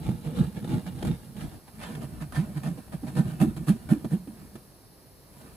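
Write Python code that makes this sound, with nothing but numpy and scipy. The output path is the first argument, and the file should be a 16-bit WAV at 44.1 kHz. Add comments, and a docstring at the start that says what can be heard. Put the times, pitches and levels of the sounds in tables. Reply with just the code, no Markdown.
"""A resting hand rubs softly over the hush of a room, and almost at once fingertips begin to scratch,
quickly and unevenly, over the open flutes of a corrugated pad inside a cardboard box.
Each stroke bumps over ridge after ridge: a row of pushes makes the pad thrum at a gliding rate.
Skin and nails scrape the paper fibres, made as shaped noise; caught nails knock on pad and box.
Shoves of the hand add louder rubbing and a low sway of the box."""
import sys
import numpy as np
from scipy import signal
from scipy.fft import rfft
from scipy.io import wavfile
from scipy.ndimage import uniform_filter1d

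SR = 44100
rng = np.random.default_rng(int(sys.argv[2]) if len(sys.argv) > 2 else 0)


def magnitude_from_level(level_db):
    """Linear magnitude for a level in decibels (20 dB per decade)."""
    exponent = np.asarray(level_db, float) / 20
    return 10 ** exponent


def materialize(psi):
    """Save the field psi as 16-bit PCM at rate SR to the path in sys.argv[1].

    A 1-D psi becomes a single channel; in a 2-D psi each row is a channel.
    """
    bounded = np.clip(np.atleast_2d(psi).T, -1, 1)
    quanta = np.round(bounded * 32767).astype(np.int16)
    wavfile.write(sys.argv[1], SR, quanta)


N = 245189
T = np.arange(N) / SR  # time of each sample, s
HZ = np.fft.rfftfreq(2048, 1 / SR)  # frequencies of the noise spectra
FRAMES = np.arange(N // 512 + 5) * 512 / SR  # times of the noise spectra, s

# Levels in these tables are relative; each layer may add its own gain and random changes.
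# the resting hand: (t/s, level of the rub/dB)
HAND_REST = [(0.0, -38.5), (0.3, -46.5), (0.57, -45), (0.9, -42), (1.21, -48), (1.5, -52), (1.6, -80),
             (1.79, -44), (2.07, -50.5), (2.35, -60), (2.7, -47), (2.93, -52.5), (3.27, -34), (3.38, -45),
             (3.55, -45.5), (4.01, -46), (4.26, -61), (4.41, -47), (4.55, -59), (4.89, -98), (5.25, -78),
             (5.34, -62), (5.56, -53)]
# the hand shoves the pad and rocks the box: (t of peak/s, rub level/dB, length/ms, box sway level/dB)
HAND_SHOVES = [(0.085, -35.5, 83, -34.5), (0.402, -27, 94, -35), (0.73, -25.5, 103, -42),
               (0.96, -48, 58, -42), (1.068, -26, 120, -38), (1.42, -39, 93, -39), (1.55, -47, 44, -41),
               (2.12, -42.5, 200, -44), (2.35, -60, 170, -41.5), (2.46, -40, 210, -59),
               (3.02, -59, 140, -45.5), (3.18, -34, 48, -38), (3.47, -34, 74, -40), (3.58, -47, 110, -42.5),
               (3.74, -37.5, 65, -51), (3.9, -46, 54, -37)]
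# low modes of the pad: (f/Hz, width/Hz, level under the palm/dB, level with the palm lifted/dB)
PAD_MODES = [(107, 33, -8, -3.5), (138.7, 39.4, 5, 2.5), (175, 54, 1.5, -1.5), (220, 57.6, 0, 3.5),
             (308.3, 28.6, -13.5, -6.5), (339.6, 43.6, -10, -1.5)]
# low sway of the box: (f/Hz, width/Hz, level under the palm/dB, level with the palm lifted/dB)
SWAY_MODES = [(64.5, 61, 0, 0)]
# spectrum of the room: (f/Hz, level/dB)
ROOM_SPECTRUM = [(30, 1.5), (60, -2), (90, -2.5), (127, 0.5), (225, -7), (420, -7.5), (480, -10.5),
                 (540, -10.5), (1270, -19.5), (3420, -28.5), (4110, -21), (5500, -22.5), (8600, -43.5),
                 (10000, -19), (11500, -26.5), (14000, -22.5), (15600, -64)]
# thrum of one stroke, or the pad's after-ring following it:
# (t of peak/s, level/dB, length/ms, early rate/Hz, late rate/Hz)
THRUMS = [(0.015, -37.5, 22, 158, 172), (0.103, -21, 13.8, 179.4, 184), (0.142, -32.5, 41, 158.2, 177),
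          (0.281, -29, 31, 167.2, 163), (0.41, -20, 27, 162.8, 160), (0.484, -28.5, 26, 158.5, 181),
          (0.573, -27.5, 13.4, 200.5, 195), (0.69, -36.5, 39.5, 168, 180), (0.757, -25.5, 54, 189.4, 188),
          (0.889, -31.5, 38, 178.4, 181), (1.086, -48, 100, 194.7, 189), (1.38, -36, 43, 216.4, 201),
          (1.418, -35, 42, 243.8, 164), (1.453, -39.5, 21, 183, 202), (1.96, -39, 83, 175, 126.5),
          (2.042, -35, 32, 128, 137), (2.232, -31.5, 26, 145.7, 147), (2.399, -20, 35.3, 140.7, 187),
          (2.435, -27, 20, 202.6, 214), (2.575, -26, 25, 153.3, 139), (2.675, -28, 45, 149.5, 166.3),
          (2.719, -31.5, 20, 159, 165), (2.793, -29.5, 21.5, 279, 232), (2.951, -27, 13, 171.8, 170),
          (3.041, -21, 16, 299.7, 212), (3.08, -34, 28, 175, 143), (3.204, -14.5, 25.1, 153.9, 218.5),
          (3.281, -35, 66, 216, 160), (3.341, -36.5, 46, 143.2, 160), (3.431, -9, 25, 175, 297),
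          (3.575, -32.5, 25, 139.8, 180), (3.613, -31, 18.7, 154.3, 168), (3.706, -13, 26, 164.1, 203),
          (3.924, -11.5, 18.4, 151.6, 292), (3.971, -27, 30, 290, 257), (4.009, -45, 44, 210, 220),
          (4.054, -25.5, 13, 269, 220), (4.143, -19, 29, 148.3, 207), (4.216, -41.5, 55, 186.6, 185),
          (4.289, -29, 21, 301, 232), (4.325, -44, 34, 242.2, 231), (4.549, -46, 40, 170.2, 226)]
# scrape of one stroke: (t of peak/s, level/dB, length/ms, dull fingertip level against the nail/dB)
SCRAPE_STROKES = [(0.075, -49.5, 91, 10), (0.272, -51, 71, 12.5), (0.392, -46, 88, 4.5),
                  (0.573, -47.5, 27, 12.5), (0.648, -51.5, 13, 14.5), (0.731, -47, 80, 6.5),
                  (0.878, -46, 32, 2), (0.991, -51, 20, -10), (1.029, -37.5, 7.4, 8), (1.426, -48, 80, 5),
                  (1.541, -58, 68, 12.5), (1.684, -57, 20, 6.5), (1.844, -42, 69, -38),
                  (1.91, -50.5, 100, 10), (1.982, -54, 23, 17), (2.034, -49, 41, 14.5),
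                  (2.222, -44.5, 29, -2.5), (2.375, -41, 62, 4.5), (2.493, -72, 150, 27.5),
                  (2.578, -48, 38, 3.5), (2.668, -45, 56, 10.5), (2.789, -53.5, 28, 13),
                  (2.941, -48, 34, 8.5), (3.044, -56, 19, 21.5), (3.086, -47.5, 38, 7),
                  (3.184, -40.5, 41, 9.5), (3.301, -50.5, 56, -5), (3.422, -36.5, 35.4, 5.5),
                  (3.575, -48.5, 18, -1), (3.693, -38, 35.4, 5), (3.918, -42, 36, 13.5),
                  (4.052, -61, 15, 32), (4.133, -49, 46, 15), (4.558, -55, 14, 13.5), (5.44, -59, 156, 6.5)]
# a nail catches on a ridge: (t/s, level/dB, knock level on the pad against that/dB)
NAIL_CATCHES = [(0.09, -36.5, 27), (0.547, -44, -1), (0.645, -36, 14), (0.676, -36, 15), (0.733, -42, -1),
                (0.865, -37, -9), (1.026, -38, 1), (1.05, -27.5, 5), (1.071, -27.5, -12),
                (1.366, -37.5, 12), (1.513, -43, -4), (1.68, -43, -12), (1.827, -37, 1), (1.951, -32, -6),
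                (2.011, -40, -8), (2.323, -33.5, -17), (2.347, -40, 1), (2.482, -53, 1), (2.634, -32.5, 0),
                (2.78, -44.5, 11), (2.924, -38, 8), (3.034, -48.5, 24.5), (3.152, -34, -2),
                (3.255, -39.5, -4), (3.402, -45, 5), (3.565, -36.5, 9), (3.671, -36, -14), (3.89, -34, -7),
                (4.046, -34.5, 17.5), (4.11, -46, 13), (4.274, -43.5, 15.5), (4.554, -38, 9)]
# spectrum of scraped paper: (f/Hz, level in each Hz/dB)
PAPER_SPECTRUM = [(90, -1), (220, 10), (380, -2.5), (458, -11), (654, -9), (1110, -21.5), (1260, -17.5),
                  (1470, -18), (1770, -23.5), (2030, -28.5), (3230, -27.5), (3490, -28), (6110, -33),
                  (10000, -23), (14300, -34.5), (15500, -29.5)]
# box walls and air: (f/Hz, width/Hz, level over the paper at the first spot/dB, at the second/dB)
BOX_MODES = [(473.6, 28.7, 17, 12.1), (619, 48, 4.5, 9), (761, 42, 7, 8.7), (858, 46, 12, 2),
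             (996, 60, 1, 8.4), (1214, 70, -3, 3.4), (1530, 17, -13, 6.4), (1790, 15, -1, 11.6),
             (2310, 270, 6.5, 6.7), (2620, 27, -22, 8.6), (2850, 43, 8, 3.8), (3300, 14, 13, 2.6),
             (3560, 28, 0.5, 1.2), (3870, 16, -11, 2.2), (3676, 86, 9.5, 1.4), (3970, 16, 15, 0.8)]
# where the fingers are: (t/s, level of left over right/dB)
FINGER_PLACE = [(0.0, -4.5), (1.47, -6), (1.69, 4.5), (1.95, -3), (3.6, -4), (4.81, -2.5), (5.56, -4.0)]
# how alike left and right noise are: (f/Hz, likeness from 0 to 1)
LIKENESS = [(60, .7), (130, .86), (290, .82), (640, .62), (1410, .55), (3100, .5), (5500, .4), (8000, .74),
            (15000, .88)]
# phase of the left channel ahead of the right in the noise: (f/Hz, phase/rad)
LEFT_LEAD = [(0, 0), (780, -.1), (1290, -1.2), (1720, -6.2), (2150, -7.6), (2580, -7.5), (2930, -5.3),
             (3450, -7.8), (3880, -7.3), (4570, -4.3), (5170, -3.8), (5860, -1.7), (7060, 0), (15300, 0)]
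# balance of the noise: (f/Hz, level of left over right/dB)
LEFT_BALANCE = [(60, 5), (130, -4), (290, -1), (640, -0.5), (1410, -4), (3100, 1), (6820, -3.5),
                (15000, 2.5)]

MOVE_S = 1.41  # the hand shifts to another spot of the pad
LIFT_S = 3.25  # the palm lifts, and the pad rings higher
THRUM_RISE, SCRAPE_RISE, SHOVE_RISE = 0.53, 0.49, 0.4  # share of its length in which each one builds up
PAD_LOW_HZ, PAD_TOP_HZ = 128, 362  # band of the thrum
FINE_DB = -14.5, -10.5, -6.5  # fine hiss against the scrape: first spot, second spot, palm lifted
FINE_PER_DULL = 0.13  # dB of fine hiss for each dB of dull fingertip
CATCH_T60_MS = 87  # time in which a catch fades by 60 dB
KNOCK_LOW_HZ = 116  # knocks are kept free of bass below this
HUSH_DB = -53
# layers that follow the rub: dB at the reference rub, and dB gained for each dB of rub
REFERENCE_RUB_DB = -45
SWAY_DB, SWAY_PER_RUB = -51.5, 0.56
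WHISPER_DB, WHISPER_PER_RUB = (-53.5, -60, -60.5), (0.76, 0.52, 0.14)  # dull, paper, fine
BASS_CUT_HZ, TREBLE_CUT_HZ = 41, 15000  # low and high limit of the finished sound


def evened(x):
    """Scales a signal to rms 1."""
    return x / np.sqrt(np.mean(x ** 2) + 1e-20)


def read(points, hz):
    """Reads a spectrum table, drawing straight lines along a log-frequency axis."""
    f, value = np.transpose(points)
    return np.interp(np.log(hz + 1), np.log(f + 1), value)


def spot(t, move_s):
    """0 before the hand moves on, 1 after, with a slide of 0.2 s between."""
    return np.clip((t - move_s) / 0.2, 0, 1)


def peak(hz, width):
    """Power of one resonance: highest at hz, half as high at half a width to either side."""
    return 1 / (1 + (2 * (HZ[:, None] - hz) / width) ** 2)


def modes(table):
    """Magnitude of a set of steep resonances, changing as the palm lifts."""
    lifted = spot(FRAMES, LIFT_S)
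    power = 0
    for hz, width, pressed_db, lifted_db in table:
        level_db = pressed_db + (lifted_db - pressed_db) * lifted
        power = power + magnitude_from_level(2 * level_db) * peak(hz, width) ** 2
    return np.sqrt(power)


def wobble(ms):
    """Smooth chance of rms 1: random numbers averaged twice over ms."""
    size = max(int(ms * SR / 1000), 1)
    once = uniform_filter1d(rng.standard_normal(N), size=size)
    return evened(uniform_filter1d(once, size=size))


def hiss(gain, patchy_db):
    """Two-channel noise of rms 1 with the given spectrum (bins x frames) and drifting patches."""
    a, b, c, d, patches = rng.standard_normal((len(FRAMES), len(HZ), 5)).T
    patches = uniform_filter1d(patches, size=7, axis=0)
    patches = evened(uniform_filter1d(patches, size=5, axis=1))
    same = np.clip(read(LIKENESS, HZ), -1, 1)[:, None]
    late = np.exp(-1j * read(LEFT_LEAD, HZ))[:, None]
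    left = a + 1j * b
    right = same * late * left + np.sqrt(1 - same ** 2) * (c + 1j * d)
    side = magnitude_from_level(np.outer([0.5, -0.5], read(LEFT_BALANCE, HZ)))[..., None]
    spectra = np.array([left, right]) * side * gain * magnitude_from_level(patchy_db * patches)
    return evened(signal.istft(spectra, nperseg=2048, noverlap=1536)[1][:, :N])


def swell(s, rise_ms, fall_ms, sharp_in, sharp_out):
    """Pressure that swells and fades, 6 dB down a rise before and a fall after its peak."""
    span = slice(max(round((s - rise_ms * 6e-3) * SR), 0), round((s + fall_ms * 8e-3) * SR))
    early = T[span] < s
    u = (T[span] - s) * 1000 / np.where(early, rise_ms, fall_ms)  # -1 a rise before, 1 a fall after
    return span, u, magnitude_from_level(-6 * abs(u) ** np.where(early, sharp_in, sharp_out))


def hand():
    """Levels of rub and box sway in dB: the power of the resting weight plus that of every shove."""
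    rest_db = np.interp(T, *np.transpose(HAND_REST))
    rest_sway_db = SWAY_DB + SWAY_PER_RUB * (rest_db - REFERENCE_RUB_DB)
    power = magnitude_from_level(2 * np.array([rest_db, rest_sway_db]))
    for s, rub_db, length, sway_db in HAND_SHOVES:
        span, _, shape = swell(s, SHOVE_RISE * length, (1 - SHOVE_RISE) * length, 1.28, 3.3)
        power[:, span] += np.outer(magnitude_from_level([rub_db, sway_db]), shape) ** 2
    return 10 * np.log10(power)


def hand_rub(rub_db):
    """The hand rubs the pad: noise coloured by the pad's low modes."""
    lumps_db = 3.5 * wobble(33)  # the hand's weight shifts from ridge to ridge
    return magnitude_from_level(rub_db + lumps_db) * hiss(modes(PAD_MODES), 0.95)


def box_sway(sway_db):
    """The hand rocks the box: noise in one low resonance."""
    return magnitude_from_level(sway_db) * hiss(modes(SWAY_MODES), 0.62)


def room_hush():
    """The hush of the room: noise of a fixed spectrum with small patches."""
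    return magnitude_from_level(HUSH_DB) * hiss(magnitude_from_level(read(ROOM_SPECTRUM, HZ))[:, None], 0.6)


def ring(table, damping, skew):
    """Left and right answer of (f/Hz, width/Hz, level/dB) modes to one push, with a left peak gain of 1."""
    t = T[:SR // 4]
    lead = np.array([[skew], [-skew]])  # rad, opposite in the two channels
    answer = 0
    for k, (hz, width, db) in enumerate(table):
        fade = np.exp(-np.pi * width * damping * t)
        answer = answer + magnitude_from_level(db) * fade * np.sin(2 * np.pi * hz * t + lead * (-1) ** k)
    soft_start = np.minimum(t / 0.00088, 1)
    return answer * soft_start / abs(rfft(answer[0])).max()


def on_pad(drive, damping):
    """The pad rings to a force, with the modes of a pressed pad first and of a freer one later."""
    free = spot(T, LIFT_S)
    out = 0
    for k, part in enumerate([drive * (1 - free), drive * free]):
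        answer = ring([(hz, width, db[k]) for hz, width, *db in PAD_MODES], damping, 0.099)
        out = out + signal.oaconvolve(part[None], answer, axes=1)[:, :N]
    return out


def thrum():
    """A gliding row of pushes, as a finger drops over ridges or the pad rings on after it, excites the pad."""
    drive = np.zeros(N)
    uneven, bumpy = wobble(3.0), wobble(2.25)  # chance in the rate and in the push
    for s, db, length, early_hz, late_hz in THRUMS:
        span, u, press = swell(s, THRUM_RISE * length, (1 - THRUM_RISE) * length, 1.8, 1.7)
        rate = early_hz + (late_hz - early_hz) * np.clip(u / 1.82 + 0.5, -0.15, 1.4)
        turns = np.cumsum(rate * (1 + 0.082 * uneven[span])) / SR
        phase = 2 * np.pi * (turns + rng.random())
        push = np.cos(phase) + 0.5 * np.cos(2 * phase + 1.64) + 0.57 * np.cos(3 * phase + 0.12)
        drive[span] += magnitude_from_level(db + 4.5 + 1.84 * bumpy[span]) * press * push
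    out = magnitude_from_level(-7.5) * drive + magnitude_from_level(2) * on_pad(drive, 0.86)
    band = signal.butter(4, [PAD_LOW_HZ, PAD_TOP_HZ], "band", fs=SR, output="sos")
    return signal.sosfiltfilt(band, out)


def scrape_whisper(rub_db):
    """The rubbing hand, resting or shoving, whispers on the paper: dull, paper and fine follow the rub."""
    return magnitude_from_level(np.array(WHISPER_DB)[:, None] + np.outer(WHISPER_PER_RUB, rub_db - REFERENCE_RUB_DB))


def scrape_power(whisper):
    """Power of dull, paper and fine scraping: strokes and whisper, broken into snags, plus caught nails."""
    power = np.zeros((3, N))
    for s, db, length, dull_db in SCRAPE_STROKES:
        fine_db = FINE_DB[int(s > MOVE_S) + int(s > LIFT_S)] + FINE_PER_DULL * dull_db
        # the finger lands abruptly and trails off
        span, _, shape = swell(s, SCRAPE_RISE * length, (1 - SCRAPE_RISE) * length, 2.6, 1.3)
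        power[:, span] += np.outer(magnitude_from_level(db + np.array([dull_db, 0, fine_db])), shape) ** 2
    power += whisper ** 2
    # small snags at random, about 150 a second, gone in a few ms
    snag_size = magnitude_from_level(2 * (-2 + 3.8 * np.minimum(rng.exponential(1, N), 2.2)))
    snags = (rng.random(N) < 150 / SR) * snag_size
    snags = signal.lfilter([1], [1, -np.exp(-1 / (0.0011 * SR))], snags)
    power *= 1 + np.outer([0.35, 1.1, 0.4], snags)
    for s, db, _ in NAIL_CATCHES:
        span = slice(round(s * SR), round(s * SR) + SR // 8)
        fade = magnitude_from_level(db - 60e3 * T[:SR // 8] / CATCH_T60_MS)
        power[:, span] += np.outer(magnitude_from_level([-10, -10, -19]), fade) ** 2
    # the room keeps the scrape a moment: 60 dB down in 0.12 s
    tail = np.exp(-T[:SR // 4] * np.log(1e6) / 0.12)
    return power + magnitude_from_level(-29) * signal.oaconvolve(power, tail[None] / tail.sum(), axes=1)[:, :N]


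def scrape(whisper):
    """Fibres catch and let go in clumps; harder nails brighten a stroke, the soft fingertip dulls it."""
    moved = spot(FRAMES, MOVE_S)
    rings = 1
    for hz, width, first_db, second_db in BOX_MODES:
        rings = rings + (magnitude_from_level(first_db + (second_db - first_db) * moved) - 1) * peak(hz, width)
    paper = magnitude_from_level(read(PAPER_SPECTRUM, HZ))[:, None] * rings
    dull = 1 / (1 + (HZ / 1000) ** 6)
    fine = 1 / (1 + (6000 / (HZ + 1)) ** 8)
    middle = np.clip(1 - dull - fine, 0, 1)
    press = np.sqrt(abs(scrape_power(whisper)))
    grit = magnitude_from_level(0.31 * wobble(2.4))
    out = 0
    for level, share in zip(press, [dull, middle, fine]):
        out = out + level * hiss(paper * np.sqrt(share)[:, None], 2.7)
    return grit * out


def knocks():
    """A caught nail taps the pad and, more faintly, the walls of the box; both ring to single pushes."""
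    pad_taps, wall_taps = np.zeros((2, N))
    for s, db, knock_db in NAIL_CATCHES:
        pad_taps[round(s * SR)] = magnitude_from_level(db + knock_db)
        wall_taps[round(s * SR)] = magnitude_from_level(db)
    wall_modes = [(hz, width, db + read(PAPER_SPECTRUM, hz)) for hz, width, _, db in BOX_MODES]
    walls = ring(wall_modes, 1.8, 1.0)
    rattle = signal.oaconvolve(wall_taps[None], walls / abs(walls).max(), axes=1)[:, :N]
    bass_cut = signal.butter(3, KNOCK_LOW_HZ, "high", fs=SR, output="sos")
    thud = signal.sosfilt(bass_cut, on_pad(pad_taps, 0.42))
    return magnitude_from_level(40.0) * thud + magnitude_from_level(-12.5) * rattle


def placed(pair):
    """Leans the sound left or right with the fingers."""
    return pair * magnitude_from_level(np.outer([0.5, -0.5], np.interp(T, *np.transpose(FINGER_PLACE))))


def scene():
    """Adds up the rubbing hand, the box, the room and the thrum, scrape and knocks of the strokes."""
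    rub_db, sway_db = hand()
    background = hand_rub(rub_db) + box_sway(sway_db) + room_hush()
    strokes = placed(thrum() + knocks()) + scrape(scrape_whisper(rub_db))
    return background + strokes


def band_limit(x):
    """A steep low-pass at the top of the band."""
    return signal.sosfilt(signal.butter(12, 15780, fs=SR, output="sos"), x)


def record(dry):
    """The finished sound loses its deepest bass and its top treble."""
    bass_cut = signal.butter(4, BASS_CUT_HZ, "high", fs=SR, output="sos")
    treble_cut = signal.butter(12, TREBLE_CUT_HZ, fs=SR, output="sos")
    mix = signal.sosfilt(treble_cut, signal.sosfilt(bass_cut, dry))
    return band_limit(mix)


dry = scene()
out = record(dry)
materialize(out)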